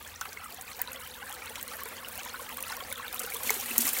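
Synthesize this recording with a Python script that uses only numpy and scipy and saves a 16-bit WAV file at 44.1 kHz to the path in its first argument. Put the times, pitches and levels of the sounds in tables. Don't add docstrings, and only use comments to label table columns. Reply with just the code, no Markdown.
import sys
import numpy as np
from scipy import signal
from scipy.fft import rfft, irfft, next_fast_len
from scipy.io import wavfile
from scipy.ndimage import uniform_filter1d, map_coordinates

SR = 44100
rng = np.random.default_rng(int(sys.argv[2]) if len(sys.argv) > 2 else 0)


def ratio_of_db(decibels):
    return 10 ** (np.asarray(decibels, float) / 20)


def materialize(psi):
    bounded = np.clip(np.atleast_2d(psi).T, -1, 1)
    quanta = np.round(bounded * 32767).astype(np.int16)
    wavfile.write(sys.argv[1], SR, quanta)


N = 176400

# (time [s], level [dB])
CLOSENESS = [
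    (0, -49),
    (.8, -47.5),
    (2, -45),
    (3.2, -45),
    (4, -44.5),
]
# (time [s], level [dB])
POUR_STRENGTH = [
    (3.0, -42),
    (3.4, -42),
    (3.48, -31),
    (3.58, -38),
    (3.765, -41.5),
    (3.79, -34),
    (3.89, -33.5),
    (3.91, -41),
    (4, -36.5),
]
# (time [s], peak level [dB], brightness [Hz])
SPLASHES = [(0.0258, -29, 14500), (0.0752, -29, 7780), (0.2104, -21, 6590), (0.2528, -32, 11800),
            (0.3296, -28, 6360), (0.5043, -27, 15400), (0.5237, -29, 14600), (0.5442, -29, 11800),
            (0.611, -26, 9420), (0.621, -27, 14600), (0.7662, -30, 14800), (0.7916, -27, 6420),
            (0.8155, -9, 15300), (0.9183, -26, 12500), (0.9308, -21, 10000), (1.0735, -23, 12100),
            (1.2945, -28, 11400), (1.3099, -29, 8770), (1.3254, -23, 9660), (1.4576, -28, 8590),
            (1.4955, -25, 9150), (1.5549, -27, 12600), (1.6117, -25, 9380), (1.6272, -16, 14900),
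            (1.6781, -25, 9740), (1.7674, -23, 12500), (1.8058, -26, 13100), (1.8337, -18, 13800),
            (1.8547, -25, 11300), (1.8866, -25, 12700), (2.0842, -24, 14700), (2.1545, -26, 14500),
            (2.176, -22, 14200), (2.2323, -24, 6730), (2.2488, -24, 14700), (2.3356, -26, 15100),
            (2.4917, -24, 15300), (2.5421, -27, 13100), (2.5701, -18, 15000), (2.605, -23, 8700),
            (2.6254, -16, 11000), (2.6813, -23, 8810), (2.6993, -25, 8820), (2.7222, -22, 15400),
            (2.7666, -22, 14800), (2.9248, -19, 11100), (2.9791, -25, 13500), (3.0799, -27, 14600),
            (3.1273, -21, 14700), (3.1434, -19, 14100), (3.2625, -21, 15100), (3.3009, -23, 9920),
            (3.3374, -18, 15300), (3.3667, -21, 11400)]
# (time [s], peak level [dB], brightness [Hz])
SPRAYS = [(1.3394, -31, 11000), (3.1931, -18, 9910), (3.2161, -25, 12200), (3.2331, -24, 8140),
          (3.3433, -18, 10900), (3.4316, -21, 10800), (3.5394, -15, 12900), (3.8053, -13, 9510),
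          (3.8174, -14, 12500), (3.8754, -15, 8590), (3.8884, -15, 9280), (3.931, -15, 12800)]
# (time [s], peak level [dB], brightness [Hz])
SLAPS = [
    (0.212, -24.5, 1540),
    (0.254, -26, 1220),
    (1.556, -23, 2970),
    (3.504, -15, 1090),
    (3.858, -42, 2840),
]
# (time [s], peak level [dB], brightness [Hz])
GRIT = [(3.4725, -16, 14300), (3.5039, -7, 6680), (3.5804, -24, 14800), (3.5987, -21, 14300),
        (3.6097, -18, 6680), (3.6386, -25, 8440), (3.6591, -21, 15000), (3.7074, -19, 14000),
        (3.7299, -21, 14400), (3.7798, -3, 11400), (3.7874, -13, 9000), (3.8521, -14, 15000),
        (3.8676, -11, 12500), (3.9414, -21, 11100), (3.9494, -23, 14100), (3.9659, -17, 13700),
        (3.9853, -16, 14100)]
# (time [s], peak level [dB], pitch [Hz])
BUBBLES = [(0.214, -27, 1444), (0.254, -36.5, 1286), (0.372, -29, 2110), (0.436, -37, 1310),
           (0.459, -34, 1234), (0.679, -31.5, 2430), (0.818, -32, 1910), (0.875, -29, 3900),
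           (0.916, -35, 2600), (0.961, -32, 3250), (1.3, -37, 815), (1.421, -31.5, 2340),
           (1.555, -33, 2380), (1.684, -34.5, 4100), (1.818, -36, 1110), (1.858, -38, 970),
           (2.047, -31, 2870), (2.135, -53, 1770), (2.26, -33, 980), (2.342, -29.5, 1424),
           (2.395, -33.5, 1080)]
# (time [s], peak level [dB], pitch [Hz])
LATE_BUBBLES = [(2.637, -28.5, 2700), (2.667, -34, 1340), (2.7, -35, 1020), (2.724, -28.5, 1445),
                (2.772, -34, 1046), (2.915, -30.5, 2180), (2.979, -37, 1350), (2.997, -30, 1083),
                (3.046, -32, 1520), (3.181, -30.5, 3640), (3.321, -28, 2260), (3.364, -28.5, 3400),
                (3.447, -37, 980), (3.475, -34, 2620), (3.494, -15.5, 2130), (3.625, -35, 1080),
                (3.712, -24, 2640), (3.967, -26, 2190)]
# (time [s], peak level [dB], pitch [Hz])
GURGLES = [(0.584, -40, 738), (0.879, -38, 1410), (1.267, -36, 1730), (1.332, -38, 1290),
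           (1.715, -36, 1280), (2.031, -37, 1070), (2.07, -37, 1430), (2.19, -37, 1520), (2.926, -34, 1490),
           (3.205, -34, 1420), (3.275, -35, 1430), (3.658, -34, 1900), (3.854, -30, 1980)]
# (time [s], peak level [dB], pitch [Hz])
PLINKS = [(0.0483, -37, 3290), (0.1411, -38, 3640), (0.1595, -32, 5880), (0.2907, -35, 4610),
          (0.5237, -36, 4610), (0.7158, -35, 4170), (1.0635, -36, 2950), (1.1393, -36, 3570),
          (1.3194, -34, 3290), (1.7135, -35, 5800), (2.1929, -32, 6340), (2.3007, -33, 4240),
          (2.5247, -36, 3100), (2.6983, -30, 4010), (2.7192, -28, 5140), (2.7676, -34, 5680),
          (2.806, -32, 3220), (2.837, -32, 4680), (2.9253, -30, 3660), (2.9577, -31, 3450),
          (3.0804, -29, 3630), (3.1278, -34, 5120), (3.9964, -23, 3810)]
# (time [s], peak level [dB], pitch [Hz])
KNOCKS = [(1.502, -40, 456), (1.857, -37, 460), (2.417, -35.5, 502), (2.823, -36, 510), (3.21, -35.5, 511),
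          (3.241, -31, 482), (3.339, -36.5, 460), (3.506, -30.5, 434), (3.564, -35, 390),
          (3.706, -34.5, 248), (3.71, -38, 385), (3.784, -28, 242), (3.79, -36, 364), (3.847, -34, 257)]
# (frequency [Hz], level per Hz [dB])
HISS_COLOUR = [(180, -16), (300, -2.5), (522, 0.5), (700, -3), (2320, -8), (5020, -7.5), (14700, -9),
               (15700, 0.5), (16500, -55)]
# (frequency [Hz], level per Hz [dB])
MUD_COLOUR = [(180, -61), (300, -24), (386, -9), (2740, -2), (4850, -6.5), (14700, -2), (15700, -6),
              (16500, -31)]
# (frequency [Hz], level per Hz [dB])
RUMBLE_COLOUR = [(12, -50), (20, -26), (32, -12.5), (75, -0.5), (92, 0), (113, -11.5), (200, -12),
                 (260, -23), (440, -120)]
# (frequency [Hz], width [Hz], level [dB])
PLATE_TONES = [(238, 48, 0), (505, 85, 0)]
# (frequency [Hz], time to fade 60 dB [s])
BANK_FADE = [(300, 0.08), (3000, 0.08), (12000, 0.007)]
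# (frequency [Hz], width [Hz], depth [0-1])
CASE_DIPS = [(4930, 264, 0.37), (10420, 220, 0.68)]


def unit(x):
    return x / np.sqrt(np.mean(x ** 2) + 1e-20)


def along(points, hz):
    f, value = np.transpose(points)
    return np.interp(np.log(hz + 1), np.log(f + 1), value)


def curve(rows):
    return np.interp(np.arange(N) / SR, *np.transpose(rows))


def wobble(rate):
    return map_coordinates(rng.standard_normal(N // 100), [np.arange(N) * rate / SR])


def filtered(x, response):
    size = next_fast_len(len(x) + 4096)
    hz = np.fft.rfftfreq(size, 1 / SR)
    return irfft(rfft(x, size) * response(hz), size)[:len(x)]


def peak(f, hz, width):
    return 1j * f * width / (hz * hz - f * f + 1j * f * width)


def rush(spectrum, patchy_db):
    z = signal.stft(rng.standard_normal(N), nperseg=256)[2]
    patches = uniform_filter1d(rng.standard_normal(z.shape), 8, 0)
    patches = unit(uniform_filter1d(patches, 5, 1))
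    x = signal.istft(z * ratio_of_db(patchy_db * patches), nperseg=256)[1][:N]
    return unit(filtered(x, lambda hz: ratio_of_db(along(spectrum, hz))))


def rings(s, gain, hz, cycles, rise, soft, size):
    life = np.arange(size) / SR * (hz / cycles)[:, None]
    turns = np.reshape(cycles, (-1, 1)) * life * (1 + rise * life)
    wave = np.sin(2 * np.pi * turns) * ratio_of_db(-60 * life) * (1 - np.exp(-life / soft))
    wave *= (gain / np.abs(wave).max(1))[:, None]
    at = np.round(s * SR).astype(int)[:, None] + np.arange(size)
    return np.bincount(at.ravel(), wave.ravel(), N + SR)[:N]


def swarm(hz, octaves, cycles, spread_db, rise, soft, clump_db, count, size, around=None):
    r = rng.random((count, 3))
    pitch = np.clip(hz * 2 ** (octaves * rng.standard_normal(count)), hz / 2.6, 15500)
    s = r[:, 0] * (N - 1) / SR
    clump = np.clip(wobble(40), -2, 2)[(s * SR).astype(int)]
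    db = -spread_db * np.log(r[:, 1] + .03) + clump_db * clump
    if around:
        at = np.array(around)[(r[:, 2] * len(around)).astype(int), 0]
        s = at + 0.012 * (rng.gamma(2, size=count) - 1.5)
    return unit(rings(s, ratio_of_db(db), pitch, cycles * (0.75 + r[:, 2]), rise, soft, size))


def bursts(rows, head_s, tail_s, tail_db, width, wide_db, gain_db):
    lag_s = .0007
    out, t = np.zeros(N + SR), np.arange(SR // 16) / SR
    shape = ratio_of_db(-60 * t / head_s) + ratio_of_db(tail_db - 60 * t / tail_s)
    shape *= np.minimum(1, t / 0.00016)
    for s, db, hz in rows:
        def colour(f):
            wide = peak(f, min(1.92 * hz, 14000), hz) ** 2
            return peak(f, hz, width * hz) ** 2 + ratio_of_db(wide_db) * wide
        one = filtered(shape * rng.standard_normal(len(t)), colour)
        start = round((s + lag_s) * SR)
        out[start:start + len(t)] += ratio_of_db(db + gain_db) * one / np.abs(one).max()
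    return out[:N]


def plate(gains_db):
    total = 0
    for (hz, width, db), gain_db in zip(PLATE_TONES, gains_db):
        tone = unit(filtered(rng.standard_normal(N), lambda f: peak(f, hz, width) ** 2))
        total = total + ratio_of_db(gain_db + db) * tone
    return total


def stream():
    hiss = ratio_of_db(1.3 * wobble(12) + 1.8 * wobble(40)) * rush(HISS_COLOUR, patchy_db=2.8)
    glug = swarm(762, 0.411, 33.0, spread_db=3.5, rise=0.25, soft=0.045, clump_db=6.5, count=800, size=2000)
    gurgle = swarm(1900, .6, 44, spread_db=3.6, rise=.1, soft=.04, clump_db=2.8, count=3600, size=1200)
    fizz = swarm(4300, .55, 30, spread_db=5, rise=.08, soft=.06, clump_db=3.5, count=5000, size=400)
    ticks = swarm(12500, .4, 12, spread_db=5, rise=.05, soft=.045, clump_db=3.5, count=6000, size=120)
    over_sluice_s = 0.82
    away_db = -9 * np.clip((over_sluice_s - np.arange(N) / SR) / 0.29, 0, 1)
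    low_db = -16.5 + 0.052 * away_db + 2.0 * wobble(15)
    high_db = -12.0 + away_db + 2.5 * wobble(25.54)
    drum = plate([low_db, high_db])
    water = ratio_of_db(-6.5) * hiss + ratio_of_db(-13.0) * glug + ratio_of_db(-1) * gurgle + ratio_of_db(-7) * fizz + ratio_of_db(-4.5) * ticks
    rumble = rush(RUMBLE_COLOUR + [(260, -40), (400, -120)], patchy_db=1.0)
    return ratio_of_db(curve(CLOSENESS)) * (water + drum) + ratio_of_db(-60) * rumble


def drops():
    s, db, hz = np.transpose(BUBBLES + LATE_BUBBLES + GURGLES + PLINKS)
    bubbles = rings(s, ratio_of_db(db - 1.5), hz * .98, 34, rise=.1, soft=.06, size=2500)
    spray = swarm(11500, .45, 13, spread_db=3.5, rise=.05, soft=.04, clump_db=1, count=900, size=120,
                  around=SPLASHES)
    babble = swarm(1500, .45, 30, spread_db=3, rise=.1, soft=.08, clump_db=1, count=300, size=1500,
                   around=BUBBLES + LATE_BUBBLES[:13])
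    splashes = bursts(SPLASHES, 0.0029, 0.019, -6, 0.76, -5.5, 0.44)
    sheets = bursts(SPRAYS, 0.0021, 0.04, 5.7, 1.07, -23, -0.047)
    slaps = bursts(SLAPS, 0.0029, 0.026, 2, 1.1, -5.3, -2.4)
    return splashes + sheets + ratio_of_db(-62.0) * spray + ratio_of_db(-64) * babble + slaps + bubbles


def banks(x):
    hz, t, z = signal.stft(rng.standard_normal(SR // 5), SR, nperseg=128)
    fade = ratio_of_db(-60 * t / along(BANK_FADE, hz)[:, None])
    tail = signal.istft(z * fade, SR, nperseg=128)[1]
    return signal.fftconvolve(np.pad(x, (90, 0)), tail / np.linalg.norm(tail))[:N]


def pour():
    s, db, hz = np.transpose(KNOCKS)
    boom = rings(s, ratio_of_db(db - 4.5), hz, 27.3, rise=0.0088, soft=0.032, size=7000)
    onset = np.clip((np.arange(N) / SR - 2.95) / 0.93, 0, 1)
    mud = rush(MUD_COLOUR + [(17000, -120)], patchy_db=3.0)
    sheet = ratio_of_db(1.6 + 1.8 * wobble(100)) * mud
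    spatter = swarm(12000, .45, 12, spread_db=6, rise=.05, soft=.05, clump_db=2.5, count=5000, size=120)
    drum = plate([-17 + 3 * wobble(30), -32])
    cracks = bursts(GRIT, 0.0062, 0.019, -5, 0.83, -1, .3)
    grit = swarm(11500, .45, 12, spread_db=4, rise=.05, soft=.04, clump_db=1, count=500, size=120, around=GRIT)
    flow = onset * ratio_of_db(curve(POUR_STRENGTH)) * (sheet + ratio_of_db(-3.5) * spatter + drum)
    return flow + cracks + ratio_of_db(-56.0) * grit + boom


def scene():
    close = drops() + pour()
    return (stream() + close + ratio_of_db(-13) * banks(close))[None]


def roll_off(x):
    return signal.sosfilt(signal.butter(12, 15850, fs=SR, output="sos"), x)


def record(dry):
    def case(f):
        dips = sum(np.clip(depth, 0, .8) * peak(f, hz, width) for hz, width, depth in CASE_DIPS)
        return (1 - dips) * np.where(f < 16800, 1, ratio_of_db(-60))
    return roll_off(filtered(dry[0], case)[None])


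dry = scene()
out = record(dry)
materialize(out)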